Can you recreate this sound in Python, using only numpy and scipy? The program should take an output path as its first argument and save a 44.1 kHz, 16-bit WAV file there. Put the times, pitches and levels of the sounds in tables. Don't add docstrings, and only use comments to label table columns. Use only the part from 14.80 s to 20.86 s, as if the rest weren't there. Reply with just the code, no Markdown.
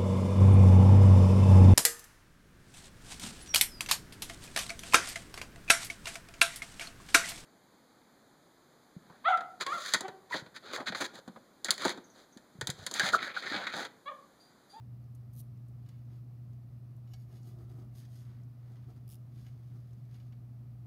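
import sys
import numpy as np
from scipy import signal
from scipy.fft import rfft, irfft, next_fast_len
from scipy.io import wavfile

SR = 44100
rng = np.random.default_rng(int(sys.argv[2]) if len(sys.argv) > 2 else 0)


def dump_mix(stems):
    frames = np.atleast_2d(stems).T
    limited = np.clip(frames, -1, 1)
    pcm = np.round(limited * 32767).astype(np.int16)
    wavfile.write(sys.argv[1], SR, pcm)


N = 267378


def gain_of(db):
    return 10 ** (np.asarray(db) / 20)


def unit_rms(x):
    return x / np.sqrt(np.mean(x ** 2) + 1e-20)


def add(mix, start_s, sound):
    part = mix[max(round(start_s * SR), 0):][:len(sound)]
    part += sound[:len(part)]


def equalised(x, curve, tilt_db=0):
    size = next_fast_len(len(x))
    octave = np.log2(np.fft.rfftfreq(size, 1 / SR) + 1)
    hz, db = np.transpose(curve)
    corners = np.log2(hz + 1)
    low_cut_db = 24 * np.maximum(corners[0] - octave, 0)
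    shape = gain_of(np.interp(octave, corners, db + tilt_db * corners) - low_cut_db)
    return unit_rms(irfft(rfft(x, size) * shape, size)[:len(x)])


# (frequency [Hz], level [dB])
RUMBLE_EQ = [(25, -46), (40, -16), (48, -20), (63, -1.5), (78, -4), (102, 0), (114, -0.5), (142, 3),
             (158, -8), (225, -7), (300, -16), (400, -23), (520, -32.5), (900, -66.5)]
# (frequency [Hz], level [dB])
HISS_EQ = [(480, -3.5), (680, 1.5), (900, -7.5), (1050, -7), (1240, -5.5), (1450, -12), (2100, -14.5),
           (3400, -20), (4600, -18), (7600, -25.5), (8500, -23.5), (11000, -23), (13300, -19.5),
           (15700, -22.5)]


def room_tone(hum_hz=120.3, hum_db=-47.5, rumble_db=-55, hiss_db=-73.5):
    t = np.arange(N) / SR
    hum = gain_of(hum_db) * np.sqrt(2) * np.sin(2 * np.pi * (hum_hz * t + rng.random()))
    rumble = gain_of(rumble_db) * equalised(rng.standard_normal(N), RUMBLE_EQ)
    hiss = gain_of(hiss_db) * equalised(rng.standard_normal(N), HISS_EQ)
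    return hum + rumble + hiss


def room_reverb(x, t60=0.3, predelay_s=0.0027):
    t = np.arange(SR // 3) / SR
    tail = rng.standard_normal(len(t)) * gain_of(-60 * t / t60) * (t > predelay_s)
    return signal.fftconvolve(x, tail / np.linalg.norm(tail))[:N]


def cupped_hands(x, echoes=6):
    response = np.zeros(SR // 50)
    response[rng.integers(SR // 1000, SR // 60, echoes)] = .17 * rng.choice([-1, 1], echoes)
    response[0] = 1
    return signal.fftconvolve(x, response / np.linalg.norm(response))[:N]


def table_echo(x, delay_s, gain):
    hz = np.fft.rfftfreq(len(x), 1 / SR)
    comb = 1 + gain * np.exp(-2j * np.pi * hz * delay_s)
    return unit_rms(irfft(rfft(x) * comb, len(x)))


# (frequency [Hz], level [dB])
NYLON_EQ = [(500, -53), (900, -4), (1500, -3), (2050, 0), (2650, -2.5), (3300, -2), (4200, 1.5),
            (5200, -1.5), (5950, -1.5), (6600, -2), (7700, -9.5), (8400, -6), (12700, -6), (16000, -16)]


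def nylon_scratch(count, centre_hz, focus_db):
    curve = [(hz, db - focus_db * np.log2(hz / centre_hz) ** 2) for hz, db in NYLON_EQ]
    return equalised(rng.standard_normal(count), curve)


def faint_snag_cues(first_s=.2, last_s=5.5, per_s=1.5, db=-78.5, spread_db=3, centre_hz=6500):
    span_s = last_s - first_s
    draws = rng.random((round(per_s * span_s), 2))
    return [(first_s + when * span_s, db + spread_db * (2 * size - 1), centre_hz) for when, size in draws]


# (time [s], level [dB], tone centre [Hz])
SNAG_CUES = [(0.349, -66.5, 10300), (.882, -73.5, 10300), (1.088, -67, 8100), (1.732, -76, 6040),
             (2.164, -72.5, 11900), (2.63, -70.5, 7000), (4.103, -75, 6200), (5.131, -73, 6500)]


def fibre_snag(time_s, db, centre_hz, attack_s=0.00048, decay_s=0.0059):
    t = np.arange(SR // 10) / SR
    envelope = (1 - np.exp(-t / attack_s)) * np.exp(-t / decay_s)
    scratch = nylon_scratch(len(t), centre_hz, focus_db=12)
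    return time_s, gain_of(db) * envelope / envelope.max() * scratch


WOOD_HZ = [754, 1281, 1658, 2222, 2946, 3560, 4037, 4552, 5089, 5550, 5920, 6850, 12800, 14200]
# (level [dB], time to fall 60 dB [s])
WOOD_RING = [(-15, 0.082), (-10, 0.11), (-10, 0.086), (-15, 0.18), (-2, 0.038), (-9.5, 0.029), (-20, 0.14),
             (-16, 0.18), (-14, 0.051), (-7.5, 0.048), (-12, 0.038), (-3.5, 0.027), (-4.5, 0.03),
             (-11, 0.039)]


def through_wood(rub, share):
    t = np.arange(SR // 3) / SR
    modes = sum(gain_of(db - 60 * t / t60) * np.sin(2 * np.pi * hz * t)
                for hz, (db, t60) in zip(WOOD_HZ, WOOD_RING))
    ring = signal.fftconvolve(rub, modes)[:len(rub)]
    return np.sqrt(1 - share) * rub + np.sqrt(share) * rub.std() * unit_rms(ring)


# (time [s], level [dB], tone centre [Hz])
TAP_CUES = [(1.0616, -67.5, 2500), (1.090, -62, 2980), (2.274, -69.5, 2900), (2.3355, -52, 5160),
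            (4.665, -59.5, 2120), (5.343, -63.5, 3000), (5.4, -64.5, 2700), (5.5232, -63, 2030)]


def cord_end_tap(time_s, db, centre_hz, attack_s=0.0007, crack_decay_s=0.0088, knock_t60=0.11):
    t = np.arange(SR // 3) / SR
    ring = np.zeros(len(t))
    for hz, (mode_db, t60) in zip(WOOD_HZ, WOOD_RING):
        struck_db = mode_db - np.log2(hz / centre_hz) ** 2
        ring += gain_of(struck_db - 60 * t / t60) * np.sin(2 * np.pi * (hz * t + rng.random()))
    knock = gain_of(-60 * t / knock_t60) * np.sin(2 * np.pi * WOOD_HZ[0] * t)
    crack = np.exp(-t / crack_decay_s) * nylon_scratch(len(t), centre_hz, focus_db=8)
    layers = gain_of(-3) * ring + gain_of(-4.5) * crack + gain_of(-10.5) * knock
    return time_s, gain_of(db) * (1 - np.exp(-t / attack_s)) * layers


def friction(peak_s, length_s, db, curve, tilt_db, grain_db, flutter_db, flutter_hz):
    t = np.arange(2 * SR) / SR - 1
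    ramp_s = length_s * np.where(t < 0, .46, .54)
    speed = np.exp(-(t / ramp_s) ** 2)
    slips = rng.standard_normal(len(t))
    slips *= gain_of(grain_db * np.minimum(rng.exponential(1, len(t)), 5))
    flutter = np.interp((t + 1) * flutter_hz, np.arange(1024), rng.standard_normal(1024))
    pressure = unit_rms(gain_of(flutter_db * flutter))
    rub = table_echo(equalised(slips, curve, tilt_db), delay_s=.00061, gain=.22)
    stroke = gain_of(db) * speed * pressure * rub
    return max(peak_s - 1, 0), stroke[peak_s + t >= 0]


# (frequency [Hz], level [dB])
SKIN_EQ = [(90, -14), (170, 5.5), (290, 0.5), (380, 6), (510, -16), (620, -3.5), (760, -6.5), (980, -18),
           (1270, -12), (1500, -23.5), (1750, -24.5), (3000, -37)]
# (peak time [s], length [s], level [dB])
GRIP_CUES = [(1.348, .09, -66), (2.527, 0.08, -61), (2.692, 0.16, -62), (2.808, 0.098, -58.5),
             (2.912, 0.065, -58), (2.992, 0.11, -57), (3.183, 0.1, -67.5), (3.495, 0.06, -66.5),
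             (3.911, 0.1, -63.5), (4.102, 0.054, -59.5), (4.168, 0.024, -60.5), (4.958, 0.045, -61)]


def finger_grip(peak_s, length_s, db):
    start_s, skin = friction(peak_s, length_s, db, SKIN_EQ, tilt_db=0,
                             grain_db=2.5, flutter_db=1, flutter_hz=120)
    _, rustle = cord_slide(peak_s, length_s, db - 20, tilt_db=0)
    return start_s, skin + rustle


# (peak time [s], length [s], level [dB], brightness [dB/octave], share through the wood [0-1])
SLIDE_CUES = [ (0.536, .016, -68, 10, 0), (1.121, 0.18, -78, -2.5, .4), (1.328, 0.12, -78.5, -3.5, 0.05),
              (2.318, 0.068, -73, 3.5, 0.8), (2.409, 0.075, -75, 4.5, 0.3), (2.547, 0.11, -71, 0, 0.17),
              (2.679, 0.1, -70, 3, 0.06), (3.18, 0.068, -64, 2.5, 0), (3.232, 0.097, -70, -1.5, 0),
              (3.371, 0.16, -69.5, 1, 0), (3.512, 0.2, -74, -6.5, 0), (3.966, 0.43, -77, -5.5, 0),
              (4.604, 0.14, -72, -0.5, 0.04), (4.669, 0.096, -76, 0, 0.1), (4.901, 1, -81, -2.5, 0),
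              (5.344, 0.08, -73, -1.5, 0.1), (5.408, 0.14, -78, -2, 0.14), ]


def cord_slide(peak_s, length_s, db, tilt_db):
    return friction(peak_s, length_s, db, NYLON_EQ, tilt_db, grain_db=3, flutter_db=3.5, flutter_hz=260)


# (frequency [Hz], level [dB])
RIB_EQ = [(1000, -26), (2300, -15), (3000, -5), (4000, -7), (5200, -4), (7000, -6), (7900, -10), (8800, -4),
          (9600, 1), (11000, -1), (12000, 1), (13500, -3), (14800, -3), (16000, -8)]
# (start [s], peak time [s], end [s], top speed [ribs/s],
# level at top speed [dB], brightness [dB/octave], table echo delay [s])
ZIP_CUES = [(.545, .603, .620, 278, -58, 3.4, .000494), (4.277, 4.3228, 4.364, 172, -60.4, -.4, .000394)]


def braid_zip(start_s, peak_s, end_s, top_speed, db, tilt_db, echo_s, stick_speed=70, puff_s=.0012):
    t = np.arange(start_s, end_s, 1 / SR)
    stick_octaves = np.log2(stick_speed / top_speed)
    octaves = np.interp(t, [start_s, peak_s, end_s], [stick_octaves, 0, stick_octaves])
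    speed = top_speed * 2 ** octaves
    ribs = np.cumsum(speed) / SR
    ribs -= np.interp(peak_s, t, ribs)
    from_rib_s = abs((ribs + .5) % 1 - .5) / speed
    puffs = unit_rms(.11 + 1 / (1 + (from_rib_s / puff_s) ** 2))
    scrape = table_echo(equalised(rng.standard_normal(len(t)), RIB_EQ, tilt_db), echo_s, gain=.25)
    swell = gain_of(db + 4.5 * octaves)
    return start_s, swell * puffs * scrape


def scene():
    rubbing = np.zeros(N)
    for *cue, wood_share in SLIDE_CUES:
        start_s, rub = cord_slide(*cue)
        add(rubbing, start_s, through_wood(rub, wood_share))
    for cue in GRIP_CUES:
        add(rubbing, *finger_grip(*cue))
    handling = cupped_hands(rubbing)
    for cue in ZIP_CUES:
        add(handling, *braid_zip(*cue))
    for cue in TAP_CUES:
        add(handling, *cord_end_tap(*cue))
    for cue in SNAG_CUES + faint_snag_cues():
        add(handling, *fibre_snag(*cue))
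    return (handling + gain_of(-17) * room_reverb(handling) + room_tone())[None]


def record(dry):
    high_cut = signal.firwin(801, cutoff=15760, window=("kaiser", 9), fs=SR)
    return signal.oaconvolve(dry, high_cut[None], "same")


dry = scene()
out = record(dry)
dump_mix(out)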